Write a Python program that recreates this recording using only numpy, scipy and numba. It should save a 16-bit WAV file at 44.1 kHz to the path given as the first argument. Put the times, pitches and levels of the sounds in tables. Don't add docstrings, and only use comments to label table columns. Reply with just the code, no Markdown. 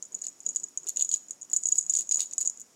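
import sys
import numpy as np
from scipy import signal
from scipy.fft import rfft, irfft
from scipy.io import wavfile
from scipy.ndimage import uniform_filter1d
from numba import njit

SR = 44100
rng = np.random.default_rng(int(sys.argv[2]) if len(sys.argv) > 2 else 0)


def unload_audio(sound):
    columns = np.transpose(np.atleast_2d(sound))
    steps = np.round(np.clip(columns, -1, 1) * 32767)
    wavfile.write(sys.argv[1], SR, steps.astype(np.int16))


def decibels_to_gain(level_db):
    exponent = np.asarray(level_db, float) / 20
    return 10 ** exponent


N = 121275


@njit
def ring(size, start, turn, fall, gain, rise, sag):
    out = np.zeros(size)
    for k in range(len(start)):
        i = int(start[k])
        step = fall[k] * np.exp(1j * turn[k])
        bend = np.exp(-1j * turn[k] * sag)
        state, unrisen = gain[k] + 0j, 1.
        while i < size and abs(state) > 1e-6:
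            out[i] += state.imag * (1 - unrisen) ** 2
            state *= step
            step *= bend
            unrisen *= rise[k]
            i += 1
    return out


def strike(start_s, level_db, pitch_hz, t60_s, detune, sag_per_s):
    damp_scatter, level_scatter_db = 0.13, 1.5
    rise_s, rise_scatter = 0.00075, 0.2
    blows, modes = len(start_s), pitch_hz.shape[1]
    luck = rng.standard_normal((blows, 3, modes))
    turn = 2 * np.pi * pitch_hz * (1 + detune * luck[:, 0]) / SR
    decay_s = t60_s * np.exp(damp_scatter * luck[:, 1])
    fall = np.exp(-np.log(1000) / (decay_s * SR))
    gain = decibels_to_gain(level_db + level_scatter_db * luck[:, 2])
    swell_s = rise_s * np.exp(rise_scatter * rng.standard_normal(blows))
    rise = np.exp(-1 / (swell_s * SR)).repeat(modes)
    start = np.broadcast_to(start_s[:, None] * SR, pitch_hz.shape)
    return ring(N, start.ravel(), turn.ravel(), fall.ravel(), gain.ravel(), rise, sag_per_s / SR)


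def ticks(start_s, level_db, low_hz, high_hz, order):
    decay_s = 0.0006
    train = np.zeros(N)
    np.add.at(train, np.minimum((start_s * SR).astype(int), N - 1), decibels_to_gain(level_db))
    env = signal.lfilter([1], [1, -np.exp(-1 / (decay_s * SR))], train)
    band = signal.butter(order, [low_hz, high_hz], "band", fs=SR, output="sos")
    return signal.sosfilt(band, env * rng.standard_normal(N))


def rebounds(blows, count, span_s, drop_db):
    fall_db_per_s, scatter_db = 335, 6.5
    delay_s = span_s * rng.random((len(blows), count)).ravel()
    bounces = np.repeat(blows, count, axis=0)
    bounces[:, 0] += delay_s
    bounces[:, 1] += drop_db - fall_db_per_s * delay_s
    bounces[:, 1] += scatter_db * rng.standard_normal(len(bounces))
    return np.vstack([blows, bounces])


# start_s, level_db (peak), upper_db (upper modes re peak), ring_ms
PEA_STRIKES = [(0.0257, -6, -25, 3.04), (0.2196, -17.5, -16, 13), (0.2669, -9.5, -13, 6.3),
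               (0.4637, -14.5, -11, 18.3), (0.49, -12.5, -15, 17.2), (0.5605, -16, -4, 15.7),
               (0.7743, -10, -13.5, 9), (0.887, -8.5, -14, 3.6), (0.8931, -11, -23, 6.7),
               (0.9712, -10, -10.5, 9.4), (0.9991, -22, -16.0, 16), (1.0093, -20, -24, 34),
               (1.023, -8.5, -9.5, 14.3), (1.0242, -31, 1, 6.7), (1.048, -16, -16, 16.4),
               (1.1146, -18, -6.5, 22), (1.1253, -18.5, -13, 24), (1.1323, -18.5, -27, 13),
               (1.1395, -12, -12.5, 20), (1.532, -19, -1, 47), (1.5356, -23.5, -35, 18),
               (1.5632, -9, -32, 18), (1.5675, -12, 1, 8.2), (1.6359, -17.0, -10, 11.4),
               (1.656, -13, -16, 11), (1.6692, -20.5, -0.5, 26), (1.6868, -12, -9, 12),
               (1.719, -24, -6, 36), (1.7226, -13.5, -7, 18.3), (1.756, -18, -8, 11),
               (1.78, -20.5, -5, 25), (1.7839, -16, -2.5, 30.5), (1.7863, -19, -36, 26),
                (1.8106, -20.5, -5, 11.0), (1.8954, -11, -13, 17), (1.8978, -16.5, -11, 37),
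                (1.905, -26.5, -2, 18), (1.9372, -17.5, -10, 27), (1.9512, -12.5, -4.5, 15),
                (1.964, -13, -8, 20), (1.9706, -7.5, -10, 11.5), (1.988, -17, -15, 32), (1.992, -25, 0, 27),
                (2.0078, -18, -1, 8.9), (2.0919, -16, -14, 10), (2.111, -15, -23, 21),
                (2.1206, -13, -9, 13.4), (2.123, -13, -8.5, 10), (2.143, -19.5, -11, 30),
                (2.171, -18.5, -6.5, 25), (2.205, -9.5, -6, 6.6), (2.2169, -10.5, -13, 7.2),
                (2.3347, -17.5, -6.5, 8.5), (2.3807, -15.5, -0.5, 22.7), (2.4106, -8, -2, 3.1),
                (2.4272, -17.5, -12, 13.6), (2.4572, -22, -23, 17), (2.4616, -15, -25, 8.8),
                (2.475, -17.5, -11, 18), (2.4978, -13.5, -15, 7.4)]
# start_s, level_db (peak)
PEA_TAPS = [(0.0408, -37), (0.0521, -31), (0.1215, -37.5), (0.128, -36.0), (0.1445, -24), (0.1487, -20.5),
            (0.1657, -37), (0.1896, -36), (0.244, -25), (0.25, -30), (0.283, -21.5), (0.2898, -35),
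            (0.404, -27.5), (0.432, -35.5), (0.505, -27), (0.5288, -35), (0.5666, -21.5), (0.599, -26.5),
            (0.6334, -25.5), (0.6395, -21.5), (0.6848, -38), (0.8688, -29), (0.873, -25), (0.901, -23.5),
            (0.9607, -21.5), (0.994, -19), (1.0173, -24), (1.0563, -29), (1.091, -21.5), (1.0967, -29),
            (1.1604, -23.5), (1.284, -35), (1.3085, -18.5), (1.4137, -29.5), (1.4198, -29), (1.4286, -29),
             (1.499, -33.5), (1.515, -30), (1.68, -28), (1.6661, -26), (1.772, -27), (1.827, -21),
             (1.8644, -25), (1.929, -38), (2.072, -34), (2.1375, -22), (2.1573, -14.5), (2.1944, -20.5),
             (2.2254, -25), (2.229, -20.5), (2.2375, -27), (2.269, -32), (2.3115, -31.5), (2.414, -15),
             (2.4192, -20.5), (2.4976, -23.5), (2.574, -35.5), (2.5977, -30), (2.6055, -32.5),
             (2.6153, -28.5),
            (0.0644, -44), (0.2156, -32), (0.2403, -27), (0.3274, -40.5), (0.4513, -36), (0.4566, -39),
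              (0.4943, -25.5), (0.5484, -36), (0.832, -36), (0.8428, -37), (0.8818, -28), (1.171, -26.5),
              (1.295, -38), (1.448, -37), (1.5396, -44), (1.631, -30), (1.645, -37), (1.7505, -30),
              (1.8385, -35), (1.924, -30), (2.0182, -24), (2.0241, -24.5), (2.18, -26), (2.2128, -30),
              (2.2574, -29), (2.3283, -33), (2.4052, -22.5), (2.45, -24)]
# pitch_hz, level_db, t60_s
SHELL_MODES = [(6781, -3, 0.029), (7030, -8, 0.0094), (6500, -9.5, 0.01), (7260, 12.5, 0.0038),
               (6920, 0, 0.021)]
# pitch_hz, level_db, t60_s
UPPER_MODES = [(7828, 0.5, 0.019), (9126, -7.5, 0.015), (7780, -21, 0.0077), (10600, -29, .01)]


def bell():
    tap_upper_db, tap_ring_ms, free_ring_ms = -9.5, 13.85, 26.16
    body_db, crack_db, edge_db, detune = 6, -7, -21, 0.006
    taps = [(s, db, tap_upper_db, tap_ring_ms) for s, db in PEA_TAPS]
    blows = np.array(PEA_STRIKES + taps, float)
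    start_s, level_db, upper_db, ring_ms = rebounds(blows, count=3, span_s=0.024, drop_db=-23).T
    grip = ring_ms[:, None] / free_ring_ms
    every_blow = np.ones((len(start_s), 1))

    hz, db, t60_s = np.array(SHELL_MODES).T
    body = strike(start_s, level_db[:, None] + body_db + db, every_blow * hz, grip * t60_s, detune, 0.)
    hz, db, t60_s = np.array(UPPER_MODES).T
    bright_db = level_db + upper_db
    shine = strike(start_s, bright_db[:, None] + db, every_blow * hz, np.sqrt(grip) * t60_s, detune, 0.)
    crack = ticks(start_s, bright_db + crack_db, 6000, 8740, order=2)
    edge = ticks(start_s, bright_db + edge_db, 9500, 15000, order=1)
    return body + shine + crack + edge


# start_s, level_db (peak), pitch_hz (of the rib)
RIB_KNOCKS = [(0.024, -46, 5230), (0.186, -45, 5400), (0.238, -36, 5080), (0.2436, -46, 4710),
              (0.253, -36, 5160), (0.266, -36.5, 5150), (0.465, -41, 4950), (0.5612, -38, 3720),
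              (0.5673, -39, 5660), (0.8729, -37.5, 3900), (0.887, -31, 5460), (0.8935, -33.5, 4260),
              (0.902, -53, 4260), (0.9695, -28.5, 3760), (0.9968, -24.5, 4400), (1.008, -26.5, 3750),
              (1.0179, -26, 4270), (1.0236, -37, 4100), (1.1132, -30.5, 4220), (1.1325, -30.5, 3900),
              (1.1416, -37, 4040), (1.1485, -32, 4980), (1.5326, -37, 5250), (1.5362, -37.5, 4500),
              (1.5676, -45, 4740), (1.681, -42, 5430), (1.685, -39, 5200), (1.72, -40, 4960),
              (1.756, -42, 4700), (1.7727, -47, 5040), (1.896, -37.5, 4930), (1.9237, -42, 3950),
              (1.9375, -43, 4900), (1.9503, -25.5, 4400), (1.969, -41, 4260), (1.975, -41, 3850),
              (1.9883, -34, 4370), (1.9947, -35, 4400), (2.009, -30.5, 4940), (2.1137, -22, 4800),
              (2.1228, -36, 5080), (2.127, -54, 4800), (2.1279, -61, 4800), (2.1404, -31, 4930),
              (2.1561, -40, 4900), (2.1915, -26, 5000), (2.2045, -17.5, 4710), (2.219, -34, 3800),
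              (2.2265, -35, 4500), (2.23, -42, 4200), (2.312, -46, 4410), (2.3246, -37, 4580),
              (2.403, -42.5, 4650), (2.4113, -31.5, 4900), (2.4183, -48, 5370), (2.4262, -44, 5200),
              (2.4483, -38.5, 4860), (2.4561, -54, 5120), (2.4601, -53, 5260), (2.4734, -40, 5500)]
# ratio (multiple of rib pitch), level_db, t60_s
RIB_MODES = [(1.05, 2, .008), (.86, -4, .011), (.62, -12, .007), (1.2, -4, .006)]


def cage_knocks():
    knocks = np.array(RIB_KNOCKS, float)
    start_s, level_db, rib_hz = rebounds(knocks, count=5, span_s=0.02, drop_db=-15).T
    ratio, db, t60_s = np.array(RIB_MODES).T
    body = strike(start_s, level_db[:, None] + db, rib_hz[:, None] * ratio, t60_s, detune=0.03, sag_per_s=30)
    return body + ticks(start_s, level_db - 6, 2020, 10000, order=2)


# start_s, level_db (peak)
SEAM_SNAPS = [(.086, -47), (0.394, -45), (.4833, -52), (0.693, -42), (0.8917, -20.5), (1.3138, -42),
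              (1.4995, -37), (1.5345, -28), (1.54, -34), (1.619, -40), (1.7705, -27), (1.9864, -27),
              (2.5434, -46), (2.6036, -28.5)]


def seam_snaps():
    start_s, level_db = np.array(SEAM_SNAPS).T
    return ticks(start_s, level_db, 7100, 11500, order=2)


def scrape(motion, level_db, pitch_hz, width_hz):
    hold = int(0.055 * SR)
    bursts = decibels_to_gain(65 * uniform_filter1d(rng.standard_normal(N), size=64))
    speed = uniform_filter1d(uniform_filter1d(np.abs(motion) ** .5, hold), hold) ** 2
    grit = rng.standard_normal(N) * bursts * speed
    band = signal.lfilter(*signal.iirpeak(pitch_hz, pitch_hz / width_hz, fs=SR), grit)
    return decibels_to_gain(level_db) * np.diff(band, prepend=0)


def tail(level_db, t60_s):
    t = np.arange(SR // 2) / SR
    noise = rng.standard_normal(len(t)) * np.exp(-np.log(1000) * t / t60_s)
    return decibels_to_gain(level_db) * noise / np.sqrt(np.sum(noise ** 2))


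# start_s (centre), level_db (over the room tone), pitch_hz (centre)
HAND_JOLTS = [(.15, 10, 327), (.27, 5.5, 350), (.49, 9.5, 357), (.635, 5.5, 264), (.86, 7, 605),
              (0.999, 9.5, 300), (1.155, 6.5, 450), (1.522, 6.5, 604), (1.74, 7, 180), (2.01, 7, 350),
              (2.189, 11, 755), (2.33, 3, 346), (2.461, 8, 358)]


def hand_jolts(octave):
    jolt_s, width_octaves = 0.031, 2
    t = np.arange(N) / SR
    lift_db = np.zeros(N)
    for start_s, level_db, pitch_hz in HAND_JOLTS:
        in_time = ((t - start_s) / jolt_s) ** 2
        in_pitch = ((octave - np.log2(pitch_hz)) / width_octaves) ** 2
        lift_db += level_db * np.exp(-in_time - in_pitch)
    return lift_db


# pitch_hz, level_db (per Hz)
TONE_SPECTRUM = [(50, -22), (125, -8), (260, -1.5), (900, -8.5), (1600, -13), (4400, -16.5), (5700, -5),
                 (16000, -26.5)]


def room_tone():
    tone_db, walk_db, walk_top_hz = -62.5, 2.5, 1360
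    freq = np.arange(N // 2 + 1) * SR / N + 1
    hz, db = np.array(TONE_SPECTRUM).T
    spectrum = rfft(rng.standard_normal(N)) * decibels_to_gain(np.interp(np.log(freq), np.log(hz), db))
    out = np.zeros(N)
    for octave in np.arange(8, 30) / 2:
        share = np.clip(1 - 2 * abs(np.log2(freq) - octave), 0, 1)
        walk = np.interp(np.arange(N), np.linspace(0, N, 45), rng.standard_normal(45))
        waver_db = walk_db * walk / (1 + (2 ** octave / walk_top_hz) ** 2)
        out += decibels_to_gain(hand_jolts(octave) + waver_db) * irfft(spectrum * share, N)
    return decibels_to_gain(tone_db) * out / np.std(irfft(spectrum, N))


def scene():
    metal = bell()
    plastic = cage_knocks() + seam_snaps()
    ball = metal + plastic
    ball = ball + scrape(metal, level_db=-11, pitch_hz=5350, width_hz=860)
    ball = ball + scrape(plastic, level_db=7, pitch_hz=3750, width_hz=3000)
    room = tail(level_db=-11, t60_s=0.065) + tail(level_db=-17, t60_s=0.44)
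    echo = signal.fftconvolve(ball, room)[:N]
    return (ball + echo + room_tone())[None]


def roll_off(x):
    return signal.sosfilt(signal.butter(12, 16500, fs=SR, output="sos"), x)


def record(dry):
    band_limit = signal.ellip(8, .2, 40, 15800, fs=SR, output="sos")
    mix = signal.sosfilt(band_limit, dry)
    return roll_off(mix)


dry = scene()
out = record(dry)
unload_audio(out)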